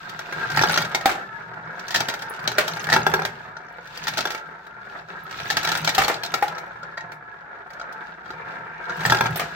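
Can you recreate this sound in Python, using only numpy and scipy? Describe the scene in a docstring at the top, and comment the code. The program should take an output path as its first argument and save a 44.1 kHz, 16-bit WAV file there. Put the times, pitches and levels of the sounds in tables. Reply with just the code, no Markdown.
"""A small room: glass marbles circle in the plastic funnels of a marble run, close by.
They rattle down tubes, knock on track and ramp, and drop into a tub of marbles.
Rolling is dense random contacts through funnel resonances; the tower booms softly under it.
Each blow is damped modes over short coloured noise; glass clicks are high resonant noise."""
import sys
import numpy as np
from scipy import signal
from scipy.fft import rfft, irfft, next_fast_len
from scipy.io import wavfile
from scipy.ndimage import map_coordinates

SR = 44100
rng = np.random.default_rng(int(sys.argv[2]) if len(sys.argv) > 2 else 0)


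def int16_out(signal):
    """Quantize to a 16-bit WAV file."""
    q = np.round(np.clip(np.atleast_2d(signal).T, -1, 1) * 32767)
    wavfile.write(sys.argv[1], SR, q.astype(np.int16))


N = 421155

# Marbles circling. Each row: time in seconds, funnel rolling level in dB, treble scrape level in dB,
# both before the layer gains.
CIRCLING = [(0, -39, -50), (0.3, -35.5, -47), (0.45, -31, -41.5), (1.27, -38, -55), (1.68, -35.5, -63),
            (1.83, -36.5, -48.5), (2.2, -35.5, -54), (2.43, -32, -53), (2.76, -36, -53),
            (3.42, -41.5, -56.5), (3.72, -40.5, -67), (3.95, -40.5, -48.5), (4.2, -39, -45),
            (4.47, -39, -57), (4.72, -42.5, -64.5), (4.99, -36.5, -54), (5.05, -44.5, -63),
            (5.1, -37.5, -52), (5.17, -40.5, -58.5), (5.36, -38.5, -45), (5.7, -31.5, -37.5),
            (6.27, -39, -56), (6.62, -36, -58), (6.92, -39.5, -62), (7.2, -41.5, -67), (7.33, -37, -63.5),
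            (7.48, -42, -68.5), (7.75, -38.5, -63), (8.08, -38.5, -58.5), (8.22, -43.5, -64),
            (8.3, -38.5, -57), (8.52, -34, -56.5), (8.78, -39, -62), (8.93, -30.5, -47.5),
            (9.55, -37.5, -47.5)]
# Marbles leave the funnel and run down the track. Each row: start in seconds, spin-up time in seconds,
# run length in seconds, rattle level in dB, funnel shaking level in dB, both before the layer gains.
RUNS = [(0.57, 0.021, 0.24, -30, -37.5), (1.95, 0.053, 0.16, -40.5, -49.5), (2.891, 0.46, 0.31, -38, -37.5),
        (4.08, 0.19, .25, -45, -53), (5.58, 0.14, .42, -38, -48.5), (6.332, 0.29, 0.23, -46, -59.5),
        (9.059, 0.069, .17, -33.5, -36)]
# Tower boom. Each row: time in seconds, level in dB.
BOOM_LEVEL = [(0, -51), (.3, -49.5), (.52, -34), (.8, -36), (.92, -46.5), (1.85, -52), (1.97, -38.5),
              (2.3, -53), (2.57, -42), (2.72, -44.5), (2.95, -30.5), (3.27, -40.5), (3.42, -53),
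              (3.76, -60), (4.17, -39), (4.55, -61), (5.3, -53.5), (5.5, -39), (6.03, -42.5), (6.25, -48.5),
              (6.9, -56), (8.1, -59), (8.55, -46.5), (8.87, -56), (9.07, -30.5), (9.27, -32), (9.55, -51)]

# Blows: levels are before the register trims.
# Marble on track. Each row: start in seconds, level in dB, ring in Hz, clack in dB re the level.
KNOCKS = [(0.094, -36.5, 1490, -2.5), (0.1908, -21, 1390, -15.5), (0.5007, -20.5, 1420, -15),
          (0.516, -24.5, 1410, -10.5), (0.548, -18.5, 1620, -28.5), (0.5716, -7, 1630, -17.5),
          (0.6949, -11.5, 1470, -16.5), (0.7305, -26, 1900, -8), (0.7746, -9.5, 1410, -11),
          (0.815, -19, 1390, -13.5), (0.8512, -20.5, 1560, -17.5), (0.947, -9, 2170, -12),
          (1.0093, -22, 1445, -16), (1.7939, -31, 1640, -10), (1.881, -29, 1620, -6),
          (1.9217, -24, 1910, -15), (2.0038, -13, 1550, -11), (2.085, -15, 1582, -12),
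          (2.1386, -19, 1573, -14.5), (2.191, -36.5, 1400, -6), (2.2197, -23, 1740, -14),
          (2.6786, -19.5, 1600, -8), (2.7694, -20.5, 1580, -19), (2.815, -33, 1800, -10),
          (2.8402, -29, 1860, -8), (3.25, -14, 1580, -12.5), (3.8723, -35.5, 1590, -12),
          (3.9733, -38.5, 1380, 2.5), (4.038, -38.5, 1630, 2.5), (4.0695, -19.5, 1294, -9),
          (4.079, -14.5, 1710, -11), (4.1361, -25, 1550, -11), (4.1712, -16, 1450, -12.5),
          (4.1864, -14, 1285, -12.5), (4.2064, -22, 1850, -4.5), (4.271, -22, 1400, -13),
          (4.3039, -21, 1350, -11), (4.318, -36, 1590, -1), (4.347, -21.5, 1350, -15),
          (5.3097, -32, 1680, -9), (5.3989, -25.5, 1570, -16), (5.5442, -39, 1770, -17.5),
          (5.5685, -12, 1600, -8.5), (5.63, -25, 1400, -6), (5.6476, -18.5, 2270, -7.5),
          (5.673, -14, 1590, -11.5), (5.6885, -17, 1740, -8), (5.7169, -14, 1400, -10),
          (5.751, -14, 1430, -13), (5.7727, -24.5, 1450, -6.5), (5.8458, -23, 1360, -3),
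          (5.874, -9, 2290, -11.5), (5.8907, -17.5, 1280, -6.5), (5.948, -26.5, 1320, 3),
          (6.3394, -10, 1355, -13.5), (6.4797, -30.5, 1360, -5), (6.581, -24, 1420, -15.5),
          (7.1182, -26, 1420, -21.5), (7.703, -33, 1560, -19), (7.733, -36, 1410, -15),
          (7.9245, -51, 1690, 2.5), (9.006, -22, 1650, -16), (9.032, -36, 1760, -18),
          (9.146, -12.5, 1410, -17), (9.238, -18.5, 1575, -21), (9.306, -23, 1330, -34)]
# Circling marbles jostle softly in the funnel. Each row: start in seconds, level in dB.
NUDGES = [(0.324, -23.5), (3.5669, -29), (5.085, -38), (6.83, -30), (6.9721, -30.5), (6.976, -23.5),
          (7.0059, -29.5), (7.7966, -29), (7.8133, -26.5), (8.2581, -35), (8.304, -27), (8.8945, -24.5)]
# Marble on a stiff rim or neck. Each row: start in seconds, level in dB, ring in Hz.
CLINKS = [(0.562, -23, 4340), (0.6214, -19, 5850), (0.6853, -26, 4680), (0.7414, -19, 5660),
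          (0.8044, -27, 3310), (2.0972, -22, 3850), (2.4756, -13.5, 3950), (2.5166, -26, 3950),
          (2.735, -30.5, 4270), (4.086, -25, 3790), (4.1792, -18, 3100), (4.3764, -36.5, 2710),
          (4.667, -44, 3860), (5.5204, -24, 3850), (5.8974, -21.5, 3540), (6.0354, -21.5, 2680),
          (6.0454, -19.5, 4370), (6.1417, -26.5, 4460), (6.234, -19.5, 4230), (6.2484, -28, 3840),
          (6.2608, -26.5, 3880), (9.1044, -20, 3090), (9.1692, -24, 5000)]
# Falling marble on the inside of a tube. Each row: start in seconds, level in dB, clack in dB re the level.
TUBE_HITS = [(0.592, -7, -23), (1.9063, -18.5, -11), (1.943, -18, -7), (1.9472, -8, -11.5),
             (1.9587, -11, -8), (2.8695, -15, -24), (2.889, -9.5, -26), (2.8996, -11, -15.5),
             (2.921, -7, -22), (2.9269, -0.5, -17), (2.937, -3.5, -17), (5.5014, -10.5, -11.5),
             (5.5076, -14, -13.5), (9.0512, -4.5, -22.5), (9.06, -9.5, -19), (9.0982, -5, -18)]
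# Marble out of a tube onto the ramp. Each row: start in seconds, level in dB, clack in dB re the level.
RAMP_HITS = [(0.613, -10, -18), (0.635, -7, -17), (2.9624, -4.5, -20.5), (3.0654, -5.5, -19),
             (3.1381, -6.5, -19), (3.1917, -15.5, -38), (3.2184, -17, -24), (4.2535, -15.5, -12),
             (9.1212, -3.5, -18), (9.208, -6, -20), (9.257, -13, -19)]
# Marble on marble. Each row: start in seconds, level in dB, ring in Hz.
CLICKS = [(0.7204, -28.5, 9500), (2.2215, -45, 10800), (2.297, -35, 10200), (3.1385, -31, 14000),
          (5.236, -47, 12000), (5.476, -43, 15000), (5.7735, -29, 8500), (9.06, -23, 7750),
          (9.359, -27, 12400), (9.3734, -26.5, 8900), (9.208, -34, 14000), (8.306, -57, 12300),
          (5.368, -50, 14500), (5.5, -47, 12500)]
# Marble into the tub. Each row: start in seconds, level in dB, ring in Hz, then thud, clack and
# bass thump, each in dB re the level.
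DROPS = [(1.057, -7.5, 780, -11, -13.5, -38), (1.0932, -11.5, 790, -14, -23, -37),
         (1.116, -24, 806, -13, -23, -50), (2.5827, -4, 615, -30, -17.5, -49),
         (5.9804, -9.5, 774, -16, -11, -29), (6.0182, -10.5, 753, -17, -20.5, -36),
         (6.08, -12, 814, -21, -13.5, -63), (6.0984, -12.5, 665, -11, -29, -50),
         (6.4248, -11.5, 825, -4.5, -23, -48), (9.358, -23.5, 700, -22, -10.5, -65),
         (9.395, -13.5, 727, -21, -18.5, -33), (9.4164, -18, 692, -11.5, -41, -45)]

# Modes of the track. Each row: frequency in Hz, relative level in dB, t60 in seconds.
TRACK_MODES = [(378, -4, 0.032), (496, -13, 0.047), (680, -2.5, 0.041), (857, -7.5, 0.046),
               (901.6, -3, 0.09), (1028, -15.5, 0.15), (1304, -4.5, 0.064), (1403, 1.5, 0.04),
               (1601, -3.5, 0.084), (1858, 3.5, 0.049), (2255, -17.5, 0.2), (2710, -10, 0.058),
               (3272, -4.5, 0.04), (3910, -2.5, 0.027), (4750, -4.5, 0.034), (5830, -4, 0.034)]
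# Modes of the ramp. Each row: frequency in Hz, relative level in dB, t60 in seconds.
RAMP_MODES = [(379, 0.5, 0.083), (860, -2, 0.061), (915, 2.5, 0.048), (1635, 6.5, 0.07), (2376, -2, .04),
              (2690, 4.5, .045), (3430, 8, 0.036), (3590, -0.5, 0.023), (5730, 5.5, .03)]
# Modes of the tub. Each row: frequency in Hz, relative level in dB, t60 in seconds.
TUB_MODES = [(287, -2, 0.045), (378, -1.5, 0.047), (510, 2, 0.053), (600, -3.5, 0.085), (760, -6, 0.093),
             (1226, -1.5, 0.051), (1403, -3.5, 0.047), (1840, -3, 0.036), (2830, -6, 0.032)]
# Resonances of the funnel. Each row: frequency in Hz, width in Hz, relative level in dB.
FUNNEL = [(711, 50, -11), (896.5, 63, -5), (986, 17, -11), (1313, 75, -2.5), (1400, 116, -0.5),
          (1633.5, 57, 0.5), (2276, 29, -15.5)]
# Resonances of the tower. Each row: frequency in Hz, width in Hz, relative level in dB.
TOWER = [(88, 34, -11), (117.8, 13, 1), (161.2, 22, 3.5), (178.6, 60, -8.5)]
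# Resonances of the neck's lip. Each row: frequency in Hz, width in Hz, relative level in dB.
LIP = [(891, 63, 1), (1770, 220, -6), (2260, 240, -9.5), (2705, 160, -20)]

# Spectrum of the rolling on the wall. Each row: frequency in Hz, relative level in dB.
ROLL = [(110, -35.5), (180, -8.5), (250, -19), (382, -9.5), (624, -10), (712, -3.5), (798, -11),
        (895, -6.5), (1160, -8.5), (1420, -1.5), (1750, -4), (2000, -11.5), (2300, -17), (2750, -28.5),
        (4000, -35), (9000, -67.5)]
# Spectrum of the treble scrape. Each row: frequency in Hz, relative level in dB.
SCRAPE = [(1500, -4.5), (2700, 2.5), (3100, -4.5), (3600, 1), (4500, -4.5), (5600, -9.5), (8000, -17),
          (10000, -30.5), (14000, -20.5), (16000, -25.5)]
# Spectrum of the rattle and the jostling heap. Each row: frequency in Hz, relative level in dB.
RATTLE = [(50, -58.5), (350, 1.5), (800, 5.5), (1700, 7), (2400, 4.5), (4000, -2), (6000, -7),
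          (8000, -11.5), (10000, -22.5), (13000, -19), (16000, -22.5)]
# Blow register, low body. Each row: frequency in Hz, relative level in dB.
THUD = [(20, -100), (50, -63), (100, -39.5), (200, -10.5), (450, -9), (850, 2), (1100, -11.5),
        (1400, -42.5)]
# Blow register, ringing plastic. Each row: frequency in Hz, relative level in dB.
SHELL = [(850, -20.5), (1150, -1.5), (1400, 3.5), (1800, 2), (2300, 5), (3000, -24)]
# Blow register, hard contact. Each row: frequency in Hz, relative level in dB.
CLACK = [(1700, -26), (2400, -7), (3900, -1.5), (5500, -5), (7500, -12.5), (10000, -35.5)]
# Blow register, glass treble. Each row: frequency in Hz, relative level in dB.
TICK = [(5500, -3), (8000, 6), (10000, -0.5), (12500, 6), (15500, 6)]
# Spectrum of the still air. Each row: frequency in Hz, relative level in dB.
HUSH = [(20, -49), (50, 24), (120, 4.5), (400, -14.5), (2000, -29.5), (8000, -45), (16000, -35.5)]
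# Stereo likeness. Each row: frequency in Hz, left-right likeness from 0 to 1.
ALIKE = [(100, 0.99), (180, 1), (280, 0.8), (400, 0.86), (520, 0.64), (720, 0.24), (850, 1), (950, .1),
         (1500, 0.21), (4000, 0.04), (12000, 0.15)]
# Room decay. Each row: frequency in Hz, t60 in seconds.
ROOM_T60 = [(150, 0.17), (400, 0.59), (1000, 0.27), (3000, 0.18), (7000, 0.16), (15000, 0.15)]

TOP_HZ = 16050
HIT = SR // 8  # samples per blow
CRACK_DB, CRACK_S = 0, .0025  # extra gain at the instant of contact, and its decay constant
TICK_GROWS = 1.108  # dB of tick per dB of clack
GLINT_LO_HZ, GLINT_HI_HZ, GLINT_DB = 2300, 8000, -2.5  # high modes of the thin walls
CHATTER_S, GLINT_T60_S = .002, .028  # mean delay of the tiny rebounds, t60 of their rings
GLIDE = .021  # scale of the pitch bend, as a share
SPIN_UP_DB, SAG_DB_PER_S, RELEASE_DB_PER_S = 9, 7.5, 104  # rise over the spin-up, slow loss, final extra loss
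SHAKE_RISE_DB_PER_S, SHAKE_FALL_DB_PER_S = 69, 62.5
NUDGE_HZ, RAMP_HZ = 1406, 1368
TUBE_HZ, TUBE_SCATTER_HZ = 1785, 40
SPIN_S, SPIN_END_S, SPIN_FADE_S, SPIN_DB = 8.36, 8.8, 0.068, -44


def amp(db):
    """Decibels to gain."""
    return 10 ** (np.asarray(db) / 20)


def unit(x):
    """x at rms 1."""
    return x / np.sqrt(np.mean(x ** 2) + 1e-20)


def along(points, hz):
    """(Hz, value) points read on a log frequency axis."""
    f, v = np.transpose(points)
    return np.interp(np.log(hz + 1), np.log(f), v)


def wobble(rate_hz):
    """Smooth random curve, rate_hz knots a second."""
    knots = rng.standard_normal(int(N * rate_hz / SR) + 4)
    coarse = np.arange(0, N + 64, 64)
    return np.interp(np.arange(N), coarse, map_coordinates(knots, [coarse * rate_hz / SR]))


def filtered(x, response):
    """x times a response of frequency."""
    n = x.shape[-1]
    m = next_fast_len(n + 8192)
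    return irfft(rfft(x, m) * response(np.fft.rfftfreq(m, 1 / SR)), m)[..., :n]


def coloured(x, spectrum):
    """x shaped by a (Hz, dB) spectrum, at rms 1."""
    return unit(filtered(x, lambda hz: amp(along(spectrum, hz))))


def resonating(x, peaks):
    """x through (Hz, width Hz, dB) resonances, squared for steep skirts, at rms 1."""
    def response(f):
        total = 0
        for centre, width, db in peaks:
            damping = 1j * f * width
            total = total + amp(db) * (damping / (centre * centre - f * f + damping)) ** 2
        return total
    return unit(filtered(x, response))


def spread(pair):
    """Two unrelated signals become left and right with the ALIKE likeness."""
    def mid_side(hz):
        turn = np.arccos(np.clip(along(ALIKE, hz), -1, 1)) / 2
        return np.array([np.cos(turn), np.sin(turn)])
    mid, side = filtered(pair, mid_side)
    return np.array([mid + side, mid - side])


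def add(out, s, x):
    """Mix x into out from time s."""
    part = out[:, round(s * SR):][:, :x.shape[1]]
    part += x[:, :part.shape[1]]


def bumps(rate_hz, scatter_db, t60_s):
    """Tiny contacts at random times and of random sizes, each a decaying noise burst."""
    sizes = (rng.random(N) < rate_hz / SR) * amp(scatter_db * np.clip(rng.standard_normal(N), -2, 2))
    decay = amp(-60 * np.arange(HIT) / SR / t60_s)
    power = signal.fftconvolve(sizes ** 2, decay ** 2)[:N]
    return spread(np.sqrt(np.abs(power)) * rng.standard_normal((2, N)))


def partials(hz, db, t60_s, delay_s):
    """One damped sine per entry, with a phase offset between left and right."""
    t = np.maximum(np.arange(int(.8 * t60_s * SR)) / SR - delay_s[:, None], 0)
    phase = rng.uniform(0, 2 * np.pi, (len(hz), 1)) + rng.standard_normal((2, len(hz), 1))
    envelope = amp(db[:, None] - 60 * t / t60_s) * (1 - np.exp(-t / .0002))
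    return envelope * np.sin(2 * np.pi * hz[:, None] * t + phase)


def pings(rate_hz, range_db, lo_hz, hi_hz, t60_s, count=6):
    """Separate small contacts at random times, each ringing count modes of its own; rms 1."""
    draws = rng.random((int(rate_hz * N / SR), 2 + count))  # columns: time, size, modes
    hz = lo_hz * (hi_hz / lo_hz) ** draws[:, 2:].ravel()
    db = np.repeat(-range_db * draws[:, 1], count)
    rings = partials(hz, db, t60_s, np.zeros(1))
    starts = np.repeat(draws[:, 0] * N, count).astype(int)
    at = starts[:, None] + np.arange(rings.shape[2])
    return unit(np.array([np.bincount(at.ravel(), side.ravel(), N)[:N] for side in rings]))


def glints(spectrum, count=8):
    """A marble chatters for an instant as it strikes; each touch rings another high mode."""
    position = (np.arange(count) + rng.random(count)) / count
    hz = GLINT_LO_HZ * (GLINT_HI_HZ / GLINT_LO_HZ) ** position
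    db = GLINT_DB + along(spectrum, hz) + 3 * rng.standard_normal(count)
    return partials(hz, db, GLINT_T60_S, rng.exponential(CHATTER_S, count)).sum(axis=1)


def contact(s, level_db, ring_hz, clack_db, thud_db, tick_db):
    """One blow with its register levels: a harder contact has more clack, and tick follows clack."""
    return s, level_db, ring_hz, thud_db, clack_db, tick_db + TICK_GROWS * clack_db


def blows(hits, modes, ring_db, ring_t60_s, modal_db, vary_db, attack_s, trims_db, t60s_s):
    """Each blow rings clear modes over a noise crowd of short ones, in four separately levelled registers."""
    out, t = np.zeros((2, N)), np.arange(HIT) / SR
    attack = (1 - np.exp(-t / attack_s)) * (1 + amp(CRACK_DB) * np.exp(-t / CRACK_S))
    pan_db = 0.4 + 0.68 * rng.standard_normal(len(hits))  # left minus right: each lands elsewhere
    for register, spectrum in enumerate([THUD, SHELL, CLACK, TICK]):
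        crowd = coloured(spread(rng.standard_normal((2, SR + HIT))), spectrum)
        for number, (s, level_db, ring_hz, thud_db, clack_db, tick_db) in enumerate(hits):
            hz, db, life_s = np.transpose([*modes, (ring_hz, ring_db, ring_t60_s)])
            db = modal_db + db + along(spectrum, hz) + vary_db * rng.standard_normal(len(hz))
            phase = rng.uniform(0, 2 * np.pi, len(hz)) + rng.normal(0, 0.48, (2, len(hz)))
            blow = crowd[:, rng.integers(SR):][:, :HIT] * amp(-60 * t / t60s_s[register])
            for k in np.flatnonzero(along(spectrum, hz) > -15):
                sine = np.sin(2 * np.pi * hz[k] * t + phase[:, k, None])
                blow = blow + amp(db[k] - 60 * t / life_s[k]) * sine
            if spectrum is CLACK:
                add(blow, 0, glints(spectrum))
            blow = blow * attack * amp(pan_db[number] * np.array([[.5], [-.5]]))
            strength = np.sqrt(np.mean(blow[:, :SR // 50] ** 2))  # rms of the first 20 ms
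            gain_db = level_db + trims_db[register] + (thud_db, 0, clack_db, tick_db)[register]
            add(out, s, blow / strength * amp(gain_db))
    return out


def circling_db():
    """Level of the funnel rolling at each sample."""
    s, level_db, _ = np.transpose(CIRCLING)
    return np.interp(np.arange(N) / SR, s, level_db)


def gliding(x):
    """x with its pitch bending slowly, as the marbles' weight moves round the wall."""
    n = np.arange(N)
    bent = n + np.cumsum(GLIDE * wobble(5))
    return np.array([np.interp(bent % N, n, side) for side in x])


def rolling(shaking):
    """Marbles ride over tiny bumps that ring the funnel, louder while a run shakes it."""
    level = np.hypot(amp(circling_db()), amp(2.5) * shaking)
    wall = coloured(bumps(rate_hz=450, scatter_db=6.5, t60_s=0.055), ROLL)
    contacts = bumps(rate_hz=900, scatter_db=6.5, t60_s=0.0032)
    ring = np.zeros((2, N))
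    for hz, width_hz, db in FUNNEL:
        # circling marbles cross each mode's nodes: its level wanders on its own
        mode_gain = amp(db + 2.1 * wobble(6))
        ring += mode_gain * gliding(resonating(contacts, [(hz, width_hz, 0)]))
    body = amp(-0.16) * level * unit(wall + amp(-0.5) * unit(ring))

    s, _, treble_db = np.transpose(CIRCLING)
    fine = unit(bumps(rate_hz=800, scatter_db=3.5, t60_s=0.06))
    grains = pings(rate_hz=45, range_db=12, lo_hz=1500, hi_hz=7000, t60_s=.008, count=12)
    scrape_gain = amp(np.interp(np.arange(N) / SR, s, treble_db) + 1.2 * wobble(9.9))
    scrape = scrape_gain * coloured(fine + amp(-9) * grains, SCRAPE)
    flutter = amp(1.2 * wobble(16))
    return flutter * (body + amp(2.5) * scrape)


def running():
    """Rattle and funnel shaking gains: each run swells into the neck, sags as it loses speed, dies away."""
    t, rattle_power, shaking_power = np.arange(N) / SR, np.zeros(N), np.zeros(N)
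    for s, spin_up_s, length_s, rattle_db, shaking_db in RUNS:
        early_s, since_s, late_s = np.maximum([s - t, t - s, t - s - length_s], 0)
        sag_db = SAG_DB_PER_S * since_s
        swell_db = SPIN_UP_DB * early_s / spin_up_s
        rattle_power += amp(rattle_db - swell_db - sag_db - RELEASE_DB_PER_S * late_s) ** 2
        shake_edges_db = SHAKE_RISE_DB_PER_S * early_s + SHAKE_FALL_DB_PER_S * late_s
        shaking_power += amp(shaking_db - sag_db - shake_edges_db) ** 2
    return np.sqrt(rattle_power), np.sqrt(shaking_power)


def descent(rattle):
    """In the tubes marbles skip and touch each other; low tower resonances boom under random contacts."""
    boom = amp(np.interp(np.arange(N) / SR, *np.transpose(BOOM_LEVEL)))
    skips = pings(rate_hz=70, range_db=22, lo_hz=1100, hi_hz=6500, t60_s=.022)
    chatter = unit(coloured(bumps(rate_hz=280, scatter_db=13.5, t60_s=0.053), RATTLE) + skips)
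    touches = coloured(bumps(rate_hz=100, scatter_db=11, t60_s=0.03), TICK)
    tower = resonating(bumps(rate_hz=120, scatter_db=1.5, t60_s=0.013), TOWER)
    return amp(2.5) * rattle * (chatter + amp(-18) * touches) + boom * tower


def knocks():
    """Glass on thin hard plastic: short and bright."""
    hits = [contact(*row, thud_db=-12.5, tick_db=-2.5) for row in KNOCKS]
    return blows(hits, TRACK_MODES, ring_db=4.0, ring_t60_s=0.073, modal_db=-1.5, vary_db=5.0,
                 attack_s=0.0018, trims_db=(-4.0, -12.5, -2, -2.5), t60s_s=(0.076, 0.14, 0.055, 0.05))


def nudges():
    """Slow contacts ring the funnel with little clack and hardly any tick."""
    hits = [contact(s, level_db, NUDGE_HZ, clack_db=-19.5, thud_db=-13.5, tick_db=-21)
            for s, level_db in NUDGES]
    return blows(hits, TRACK_MODES, ring_db=15.5, ring_t60_s=0.036, modal_db=1.5, vary_db=9.0,
                 attack_s=0.0025, trims_db=(-1.0, -7.0, 0.5, -14), t60s_s=(0.025, 0.064, 0.045, 0.03))


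def clinks():
    """Stiff rims and necks ring high, with one dominant note."""
    hits = [contact(*row, clack_db=-6.0, thud_db=-15.0, tick_db=-6.0) for row in CLINKS]
    return blows(hits, TRACK_MODES, ring_db=22.0, ring_t60_s=.048, modal_db=-15.0, vary_db=3.0,
                 attack_s=0.00095, trims_db=(-1.5, -15.5, -2.5, -5.0), t60s_s=(0.061, 0.039, 0.059, 0.04))


def tube_hits():
    """The short tube answers with one hollow note, slightly different for each hit."""
    notes_hz = TUBE_HZ + TUBE_SCATTER_HZ * rng.standard_normal(len(TUBE_HITS))
    hits = [contact(s, level_db, hz, clack_db, thud_db=-14.5, tick_db=-1.0)
            for (s, level_db, clack_db), hz in zip(TUBE_HITS, notes_hz)]
    return blows(hits, TRACK_MODES, ring_db=9.0, ring_t60_s=.045, modal_db=1.0, vary_db=1.5,
                 attack_s=.0009, trims_db=(-8.0, -15.0, -3, -7.0), t60s_s=(0.18, 0.021, 0.096, 0.1))


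def ramp_hits():
    """The ramp, struck at one spot, answers with nearly the same hollow chord each time."""
    hits = [contact(s, level_db, RAMP_HZ, clack_db, thud_db=-10, tick_db=-1.5)
            for s, level_db, clack_db in RAMP_HITS]
    return blows(hits, RAMP_MODES, ring_db=14, ring_t60_s=0.02, modal_db=-1.0, vary_db=2.0,
                 attack_s=.0015, trims_db=(-4.0, -13.0, -3.5, 0.0), t60s_s=(0.042, 0.045, 0.05, 0.05))


def clicks():
    """Glass on glass: a very high, short ring with no body."""
    out, t = np.zeros((2, N)), np.arange(HIT) / SR
    for s, db, hz in CLICKS:
        snap = resonating(rng.standard_normal((2, HIT)), [(hz, 900, 0), (14500, 3500, -9)])
        add(out, s, amp(db - 60 * t / .05) * snap)
    return out


def drops():
    """A falling marble thumps the tub, and the heap jostles for a moment afterwards."""
    hits = [contact(s, level_db, hz, clack_db, thud_db, tick_db=-1.0)
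            for s, level_db, hz, thud_db, clack_db, _ in DROPS]
    landing = blows(hits, TUB_MODES, ring_db=9.5, ring_t60_s=.07, modal_db=1.5, vary_db=2,
                    attack_s=.0012, trims_db=(-1.5, -12.5, -2.5, 5.0), t60s_s=(0.05, 0.079, 0.057, 0.073))
    unrest, heave, t = np.zeros((1, N)), np.zeros((1, N)), np.arange(SR // 2) / SR
    for s, level_db, _, _, clack_db, thump_db in DROPS:
        add(unrest, s, amp(level_db + clack_db - 60 * t / 0.23)[None] * (1 - np.exp(-t / 0.0083)))
        add(heave, s, amp(level_db + thump_db - 60 * t / 0.2)[None] * (1 - np.exp(-t / .006)))
    jostle = unrest * coloured(bumps(rate_hz=200, scatter_db=2.0, t60_s=0.22), RATTLE)
    soft_floor = resonating(spread(rng.standard_normal((2, N))), [(63.6, 33, 0)])
    return landing + amp(5.5) * jostle + amp(3.5) * heave * soft_floor


def spinning():
    """A marble whirling on the lip of the neck sets it droning."""
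    t = np.arange(N) / SR
    outside_s = np.maximum(np.maximum(SPIN_S - t, t - SPIN_END_S), 0)
    gain = amp(SPIN_DB + 1.3 * wobble(6)) * np.exp(-outside_s / SPIN_FADE_S)
    return gain * resonating(bumps(rate_hz=590, scatter_db=4.5, t60_s=0.0039), LIP)


def room(x):
    """The walls answer with decaying noise; the marbles move on, so each third of a second has its own tail."""
    out, step = np.zeros((2, N)), SR // 3
    for start in range(0, N, step):
        hz, t, z = signal.stft(spread(rng.standard_normal((2, SR // 2))), SR, nperseg=256)
        decay = amp(-60 * t / along(ROOM_T60, hz)[:, None]) * (1 - np.exp(-t / 0.00076))
        tail = signal.istft(z * decay, SR, nperseg=256)[1]
        tail = tail / np.linalg.norm(tail[0])
        add(out, start / SR, signal.fftconvolve(x[:, start:start + step], tail, axes=1))
    return out


def scene():
    """The run, its room and the still air; sound reaches the right a little sooner."""
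    rattle, shaking = running()
    run = rolling(shaking) + descent(rattle) + knocks() + nudges() + clinks() + tube_hits()
    run = run + ramp_hits() + clicks() + drops() + spinning()
    air = coloured(spread(rng.standard_normal((2, N))), HUSH)
    sound = run + amp(-8.0) * room(run) + amp(-67.0) * air
    lag_s = .00009
    # Each row: frequency in Hz, left minus right in dB.
    lean = [(250, -.5), (1000, .8), (2000, .1), (5000, 1.5), (8500, -2.5), (14000, -2.8)]

    def placement(hz):
        return np.array([amp(side * along(lean, hz) / 2) * np.exp(-1j * np.pi * side * hz * lag_s)
                         for side in (1, -1)])
    return filtered(sound, placement)


def record(dry):
    """Soft saturation rounds the highest peaks; a steep low-pass limits the band."""
    rounded = dry / (1 + (np.abs(dry) / .85) ** 4) ** (1 / 4)
    return filtered(rounded, lambda hz: 1 / np.sqrt(1 + (hz / TOP_HZ) ** 200))


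dry = scene()
out = record(dry)
int16_out(out)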